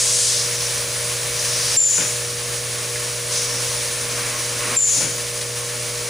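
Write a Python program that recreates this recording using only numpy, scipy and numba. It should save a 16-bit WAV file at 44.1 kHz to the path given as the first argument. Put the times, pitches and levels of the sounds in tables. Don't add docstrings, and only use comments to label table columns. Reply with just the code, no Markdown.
import sys
import numpy as np
from scipy import signal
from scipy.fft import rfft, irfft, next_fast_len
from scipy.io import wavfile
from scipy.ndimage import uniform_filter1d
from numba import njit

SR = 44100
rng = np.random.default_rng(int(sys.argv[2]) if len(sys.argv) > 2 else 0)


def master(y):
    cut = np.clip(np.atleast_2d(y).T, -1, 1)
    pcm = np.round(cut * 32767)
    wavfile.write(sys.argv[1], SR, pcm.astype(np.int16))


def makeup_ratio(level_db):
    decades = np.asarray(level_db, float) / 20
    return 10 ** decades


N = 268569

# frequency [Hz], density [dB per Hz].
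RUMBLE_SPECTRUM = [(20, -19), (40, -7.5), (60, -2), (90, -3), (150, -0.5), (200, -7), (320, -13.5),
                   (450, -5.5), (560, 4), (650, -0.5), (800, -14.5), (1200, -17)]
# frequency [Hz], density [dB per Hz].
HANDLING_SPECTRUM = [(20, 2), (60, -2), (90, -28)]
RUMBLE_DB, RUMBLE_FOLLOWS, MEAN_LOAD_DB = -38.5, 0.88, -26

# frequency [Hz], density [dB per Hz].
NEIGHBOUR_SPECTRUM = [(150, -11), (250, 1.5), (400, -4.5), (700, -7), (1100, 0.5), (1800, -0.5),
                      (2500, 1.5), (4000, -18), (6000, -35)]
# start [s], length [s], level [dB].
SPELLS = [(.3, 1.1, -46), (1.5, 0.24, -41), (2.303, 0.78, -44), (3.32, 0.33, -40.5), (3.7, .4, -43.5),
          (4.14, 0.61, -37.5), (5.295, 1., -42)]
NEIGHBOUR_HZ, SPELL_RISE_S, SPELL_FALL_DB_S = 1097, 0.3, 150

# start [s], rise [s], hold [s], level [dB], centre [Hz].
JETS = [
    (-.2, 0.074, 0.39, -18.5, 6550),
    (.22, 0.076, 0.077, -25.5, 4600),
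    (.5, .08, .12, -30.5, 5700),
    (1.31, 0.095, 0.37, -28, 5600),
    (1.35, .35, .07, -30, 4860),
    (3.313, 0.009, 0.06, -25.5, 5730),
    (3.383, 0.069, 0.25, -33, 5700),
    (4.077, 0.026, 0.055, -34.5, 6000),
    (4.33, 0.035, .04, -34, 6000),
]
JET_FALL_DB_S, LEAK_DB, LEAK_HZ, LEAK_WIDTH_HZ = 66, -38, 6000, 1330
NARROW_HZ, NARROW_DB, WIDEN_HZ_PER_DB = 600, -29.5, 260
TAIL_HZ = 5600

# time [s], level [dB], ring [share of frame t60],
# tilt [dB per octave].
THUDS = [
    (1.977, -25.5, .6, -2),
    (2.004, -31, 0.9, 1.5),
    (4.958, -36, 1, -3),
    (5.004, -32, 1.64, -0.6),
]
# lowest [Hz], highest [Hz], level [dB], t60 [s], left-right difference [dB].
FRAME = [(131, 172, -5.5, 0.35, -9), (260, 317, -3, 0.28, -12), (443, 580, 1.5, 0.14, -4),
         (790, 1040, -3, 0.21, -4), (1300, 1640, -3.5, 0.38, -1), (1800, 3300, 3, 0.3, 0)]
# time [s], level [dB], t60 [s], lowest [Hz], highest [Hz].
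KNOCKS = [
    (2.955, -30, .069, 1670, 2080),
    (4.2, -41.5, 0.19, 233, 279),
    (4.7, -40, 0.87, 225, 256),
    (5.099, -42, .15, 2150, 2500),
    (5.41, -26, 0.15, 1500, 10000),
]
KNOCK_SIDE_DB = -21

# start [s], whistle [dB], hiss [dB].
EXHAUSTS = [
    (1.768, -5, -13),
    (4.765, -8, -13.5),
]
# frequency [Hz], density [dB per Hz].
SPRAY_SPECTRUM = [(1500, -17), (3000, -8.5), (5000, -4.5), (7500, -25), (8600, -1.5), (9550, 3.5),
                  (10600, -6), (12000, -11.5)]
OPEN_S, SURGE_DB, SURGE_S = 0.0054, 4.5, 0.019
TONE_HOLD_S, TONE_SAG_DB_S, TONE_FALL_DB_S = 0.18, 41.5, 59
TONE_HZ, TONE_START_HZ, SETTLE_S = 7000, 7320, 0.094
TONE_WIDTH_HZ, BREAKUP_HZ_S, STEADY_S = 58, 2000, 0.11
HISS_RISE_S, HISS_HOLD_S, HISS_SAG_DB_S, HISS_FALL_DB_S = 0.022, 0.19, 19, 96
HISS_TOP_HZ, EDGE_START_HZ, EDGE_END_HZ, EDGE_SINK_HZ_S = 7480, 7220, 4800, 9400

# multiple of the mains, level [dB rms].
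HUM_LINES = [(1, -55.5), (2, -37.5), (4, -57), (5, -65), (6, -50.5), (7, -51), (8, -38), (9, -54),
             (10, -44.5), (14, -60.5), (18, -56)]
MAINS_HZ = 60

# frequency [Hz], density [dB per Hz].
RATTLE_SPECTRUM = [(400, -20), (700, -12), (886, -5), (1080, -2), (1230, -4), (2240, -0.5), (3280, -1.5),
                   (4490, 0.5), (5760, 1.5), (6320, 2), (8760, -0.5), (9600, 3.5), (11000, -4.5),
                   (16000, -4)]
# frequency [Hz], density [dB per Hz].
RATTLE_SIDE_SPECTRUM = [(59, -39), (100, -33), (202, -13.5), (1450, -9.5), (2170, -6), (5190, -8),
                        (6560, -18), (7140, -31), (7770, -12), (11200, 1.5), (16000, -15)]
# frequency [Hz], width [Hz], level [dB].
BOWL_MODES = [(1155, 28, -2), (1766, 59, 3.5), (2287, 39, 4.5), (4650, 120, -14), (5700, 56, 0.5),
              (6680, 55, -46), (7300, 180, -20), (8800, 86, -8), (9560, 230, 2.5)]
# time [s], level [dB].
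LOAD = [(0, -22), (.4, -24), (.9, -24.5), (1.3, -24), (1.8, -22.5), (2.3, -27), (3.28, -26.5), (3.34, -25),
        (3.8, -25), (4.1, -25), (4.76, -24.5), (5.3, -27.5), (6.1, -27)]
SIDE_DB = -5.5

# frequency [Hz], gain [dB].
PORTS = [(9800, 4.5), (11000, 3), (12000, -4.5), (12700, -8), (13300, -9), (14000, -10), (15000, 3),
         (15750, 3)]
LIMIT_DB, SQUEEZE, RELEASE_DB_S, ATTACK_S = -14, 0.64, 52.5, 0.0009
CUTOFF_HZ = 16050


def at_hz(points, hz):
    point_hz, db = np.transpose(points)
    return np.interp(np.log(hz + 1), np.log(point_hz), db)


def in_time(rows):
    return np.interp(np.arange(N) / SR, *np.transpose(rows))


def since(s):
    return np.maximum(np.arange(N) / SR - s, 0)


def swell(s, rise_s, hold_s, fall_db_s):
    return np.minimum(since(s) / rise_s, 1) * makeup_ratio(-fall_db_s * since(s + rise_s + hold_s))


def rms_one(x):
    return x / np.sqrt(np.mean(x ** 2) + 1e-20)


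def colour(x, spectrum, peaks=(), peak_db=0):
    size = next_fast_len(N)
    hz = np.arange(size // 2 + 1) * SR / size
    bumps = sum(makeup_ratio(db + peak_db) ** 2 / (1 + (2 * (hz - mid_hz) / width_hz) ** 2)
                for mid_hz, width_hz, db in peaks)
    gain = makeup_ratio(at_hz(spectrum, hz)) * np.sqrt(1 + bumps)
    return rms_one(irfft(rfft(x, size) * gain, size)[..., :N])


def drift(rate_hz):
    knots_per_s = 40
    knots = rng.standard_normal(int(N / SR * knots_per_s) + 2)
    r = np.exp(-2 * np.pi * rate_hz / knots_per_s)
    smooth = rms_one(signal.filtfilt([1 - r], [1, -r], knots))
    return np.interp(np.arange(N) / SR * knots_per_s, np.arange(len(knots)), smooth)


@njit
def resonate(x, turn, r):
    y = np.zeros(len(x))
    for i in range(2, len(x)):
        drive = np.sqrt((1 - r[i] ** 2) / 2) * (x[i] - x[i - 2])
        y[i] = drive + 2 * r[i] * np.cos(turn[i]) * y[i - 1] - r[i] ** 2 * y[i - 2]
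    return y


def whistle(hz, width_hz, count=1):
    x = rng.standard_normal(N)
    width_hz = np.clip(width_hz, 20, 9000)
    for _ in range(count):
        x = resonate(x, 2 * np.pi * hz / SR, np.exp(-np.pi * width_hz / SR))
    return x * (np.pi * width_hz / SR) ** ((count - 1) / 2)


def stereo(mid, side, pan_db=0):
    return np.array([(mid + side) * makeup_ratio(pan_db / 2), (mid - side) * makeup_ratio(-pan_db / 2)])


def rumble(level_db):
    mid, side = colour(rng.standard_normal((2, N)), RUMBLE_SPECTRUM)
    handling = makeup_ratio(-27) * colour(side, HANDLING_SPECTRUM)
    return makeup_ratio(level_db) * stereo(mid, makeup_ratio(-14) * side + handling)


def neighbour():
    mid, side = colour(rng.standard_normal((2, N)), NEIGHBOUR_SPECTRUM)
    tone = makeup_ratio(-11) * whistle(np.full(N, NEIGHBOUR_HZ), np.full(N, 20.))
    spells = [makeup_ratio(db) * swell(s - SPELL_RISE_S, SPELL_RISE_S, length_s, SPELL_FALL_DB_S)
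              for s, length_s, db in SPELLS]
    gain = np.max(spells, axis=0) * makeup_ratio(3.0 * drift(4.1))
    return gain * stereo(mid + tone, makeup_ratio(-9) * side + tone)


def jets():
    opening = np.array([swell(s, rise_s, hold_s, JET_FALL_DB_S) for s, rise_s, hold_s, _, _ in JETS])
    table = np.array(JETS)
    db, full_hz = table[:, 3, None], table[:, 4, None]
    power = (makeup_ratio(db) * opening) ** 2
    flow, leak = power.sum(axis=0), makeup_ratio(LEAK_DB) ** 2
    jet_hz = TAIL_HZ + (full_hz - TAIL_HZ) * opening
    hz = (np.sum(power * jet_hz, axis=0) + leak * LEAK_HZ) / (flow + leak)
    flow_db = 10 * np.log10(flow + 1e-12)
    jet_width_hz = NARROW_HZ + WIDEN_HZ_PER_DB * np.maximum(flow_db - NARROW_DB, 0)
    width_hz = (flow * jet_width_hz + leak * LEAK_WIDTH_HZ) / (flow + leak)
    core = whistle(hz, 1.55 * width_hz, count=2) + makeup_ratio(-2.0) * whistle(hz, 6.1 * width_hz)
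    side = makeup_ratio(-5.5) * whistle(hz, 2.8 * width_hz)
    flutter = makeup_ratio(0.8 * drift(15))
    out = np.sqrt(flow + leak) * flutter * stereo(core, side, pan_db=1.8)
    return signal.sosfilt(signal.butter(4, [2800, 10800], "band", fs=SR, output="sos"), out)


def thuds():
    out, t = np.zeros((2, N)), np.arange(SR // 2) / SR
    blows = [(*row, KNOCK_SIDE_DB) for row in KNOCKS]
    for s, db, ring, tilt_db in THUDS:
        for low_hz, high_hz, band_db, t60_s, side_db in FRAME:
            blow_db = db + band_db + tilt_db * np.log2(low_hz / 500)
            blows.append((s, blow_db, ring * t60_s, low_hz, high_hz, side_db))
    for s, db, t60_s, low_hz, high_hz, side_db in blows:
        decay = makeup_ratio(-60 * t / t60_s) * (1 - np.exp(-t / 0.00084))
        burst = rng.standard_normal((2, len(t))) * decay
        band = signal.butter(2, [low_hz, high_hz], "band", fs=SR, output="sos")
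        mid, side = signal.sosfilt(band, burst)
        gain = makeup_ratio(db) * np.sqrt(SR / 2 / (high_hz - low_hz))
        at = round(s * SR)
        out[:, at:at + len(t)] += gain * stereo(mid, makeup_ratio(min(side_db, -4)) * side, pan_db=7.0)
    return out


def exhaust_whistle(s, db):
    t = since(s)
    hz = TONE_HZ + (TONE_START_HZ - TONE_HZ) * np.exp(-t / SETTLE_S)
    tone = whistle(hz, TONE_WIDTH_HZ + BREAKUP_HZ_S * t, count=2)
    height = np.sqrt(uniform_filter1d(tone ** 2, size=60) + 0.1)
    steady = tone / height ** np.exp(-t / STEADY_S)
    level_db = db + SURGE_DB * np.exp(-t / SURGE_S) - TONE_SAG_DB_S * t
    return makeup_ratio(level_db) * swell(s, OPEN_S, TONE_HOLD_S, TONE_FALL_DB_S) * steady


def exhaust_hiss(s, db):
    t = since(s)
    low_hz = np.clip(EDGE_START_HZ - EDGE_SINK_HZ_S * t, EDGE_END_HZ, HISS_TOP_HZ - 300)
    centre_hz, spread_hz = (HISS_TOP_HZ + low_hz) / 2, 0.96 * (HISS_TOP_HZ - low_hz)
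    sprays = colour(rng.standard_normal((2, N)), SPRAY_SPECTRUM)
    spray_gain = makeup_ratio(-1.5) * spread_hz / 3000
    hiss = np.array([whistle(centre_hz, spread_hz, count=2) + spray_gain * spray for spray in sprays])
    return makeup_ratio(db - HISS_SAG_DB_S * t) * swell(s, HISS_RISE_S, HISS_HOLD_S, HISS_FALL_DB_S) * hiss


def exhausts():
    out = 0
    for s, tone_db, hiss_db in EXHAUSTS:
        mid, side = exhaust_hiss(s, hiss_db)
        out = out + stereo(exhaust_whistle(s, tone_db) + mid, makeup_ratio(-5) * side, pan_db=4.0)
    return out


def hum(waver_db=1.23):
    phase = 2 * np.pi * MAINS_HZ * np.arange(N) / SR
    lines = 0
    for k, db in HUM_LINES:
        gain = np.sqrt(2) * makeup_ratio(db + waver_db * (0.5 + 0.035 * k) * drift(3.7))
        lines = lines + gain * np.sin(k * (phase + 0.018 * drift(4.8)) + rng.uniform(0, 2 * np.pi))
    return stereo(lines, makeup_ratio(-26.5) * np.roll(lines, 40))


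def rattle(level_db, per_s=9000, spread_db=2.5, throw=0.21, blur_db=0.0):
    bunch = 1 + np.clip(throw, 0, 1) * np.cos(4 * np.pi * MAINS_HZ * np.arange(N) / SR)
    hit = rng.random((2, N)) < per_s * bunch / SR
    force = makeup_ratio(spread_db * np.minimum(rng.exponential(1, (2, N)), 5))
    clicks = hit * force * rng.choice([-1, 1], (2, N))
    mid, side = clicks / clicks.std() + makeup_ratio(blur_db) * rng.standard_normal((2, N))
    mid = colour(mid, RATTLE_SPECTRUM, BOWL_MODES, peak_db=-1.5)
    side = makeup_ratio(SIDE_DB) * colour(side, RATTLE_SIDE_SPECTRUM)
    return makeup_ratio(level_db + 0.86 * drift(13)) * stereo(mid, side)


def scene():
    load_db = in_time(LOAD)
    rumble_db = RUMBLE_DB + RUMBLE_FOLLOWS * (load_db - MEAN_LOAD_DB)
    background = rumble(rumble_db) + neighbour() + jets()
    return background + thuds() + exhausts() + hum() + rattle(load_db)


def band_limit(x):
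    return signal.sosfilt(signal.butter(12, 17060, fs=SR, output="sos"), x)


def record(dry):
    size = next_fast_len(N)
    port_gain = makeup_ratio(at_hz(PORTS, np.arange(size // 2 + 1) * SR / size))
    mid = irfft(rfft(dry[0] + dry[1], size) * port_gain, size)[:N]
    heard = stereo(mid / 2, (dry[0] - dry[1]) / 2)
    level_db = 10 * np.log10(uniform_filter1d(np.mean(heard ** 2, axis=0), size=300) + 1e-12)
    climb_db = RELEASE_DB_S * np.arange(N) / SR
    excess_db = SQUEEZE * np.maximum(level_db - LIMIT_DB, 0)
    duck_db = np.maximum.accumulate(excess_db + climb_db) - climb_db
    r = np.exp(-1 / (ATTACK_S * SR))
    gain = makeup_ratio(-signal.lfilter([1 - r], [1, -r], duck_db))
    ducked = 0.61 * np.tanh(heard * gain / 0.93)
    top_cut = signal.cheby2(16, 70, CUTOFF_HZ, fs=SR, output="sos")
    return band_limit(signal.sosfilt(top_cut, ducked))


dry = scene()
out = record(dry)
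master(out)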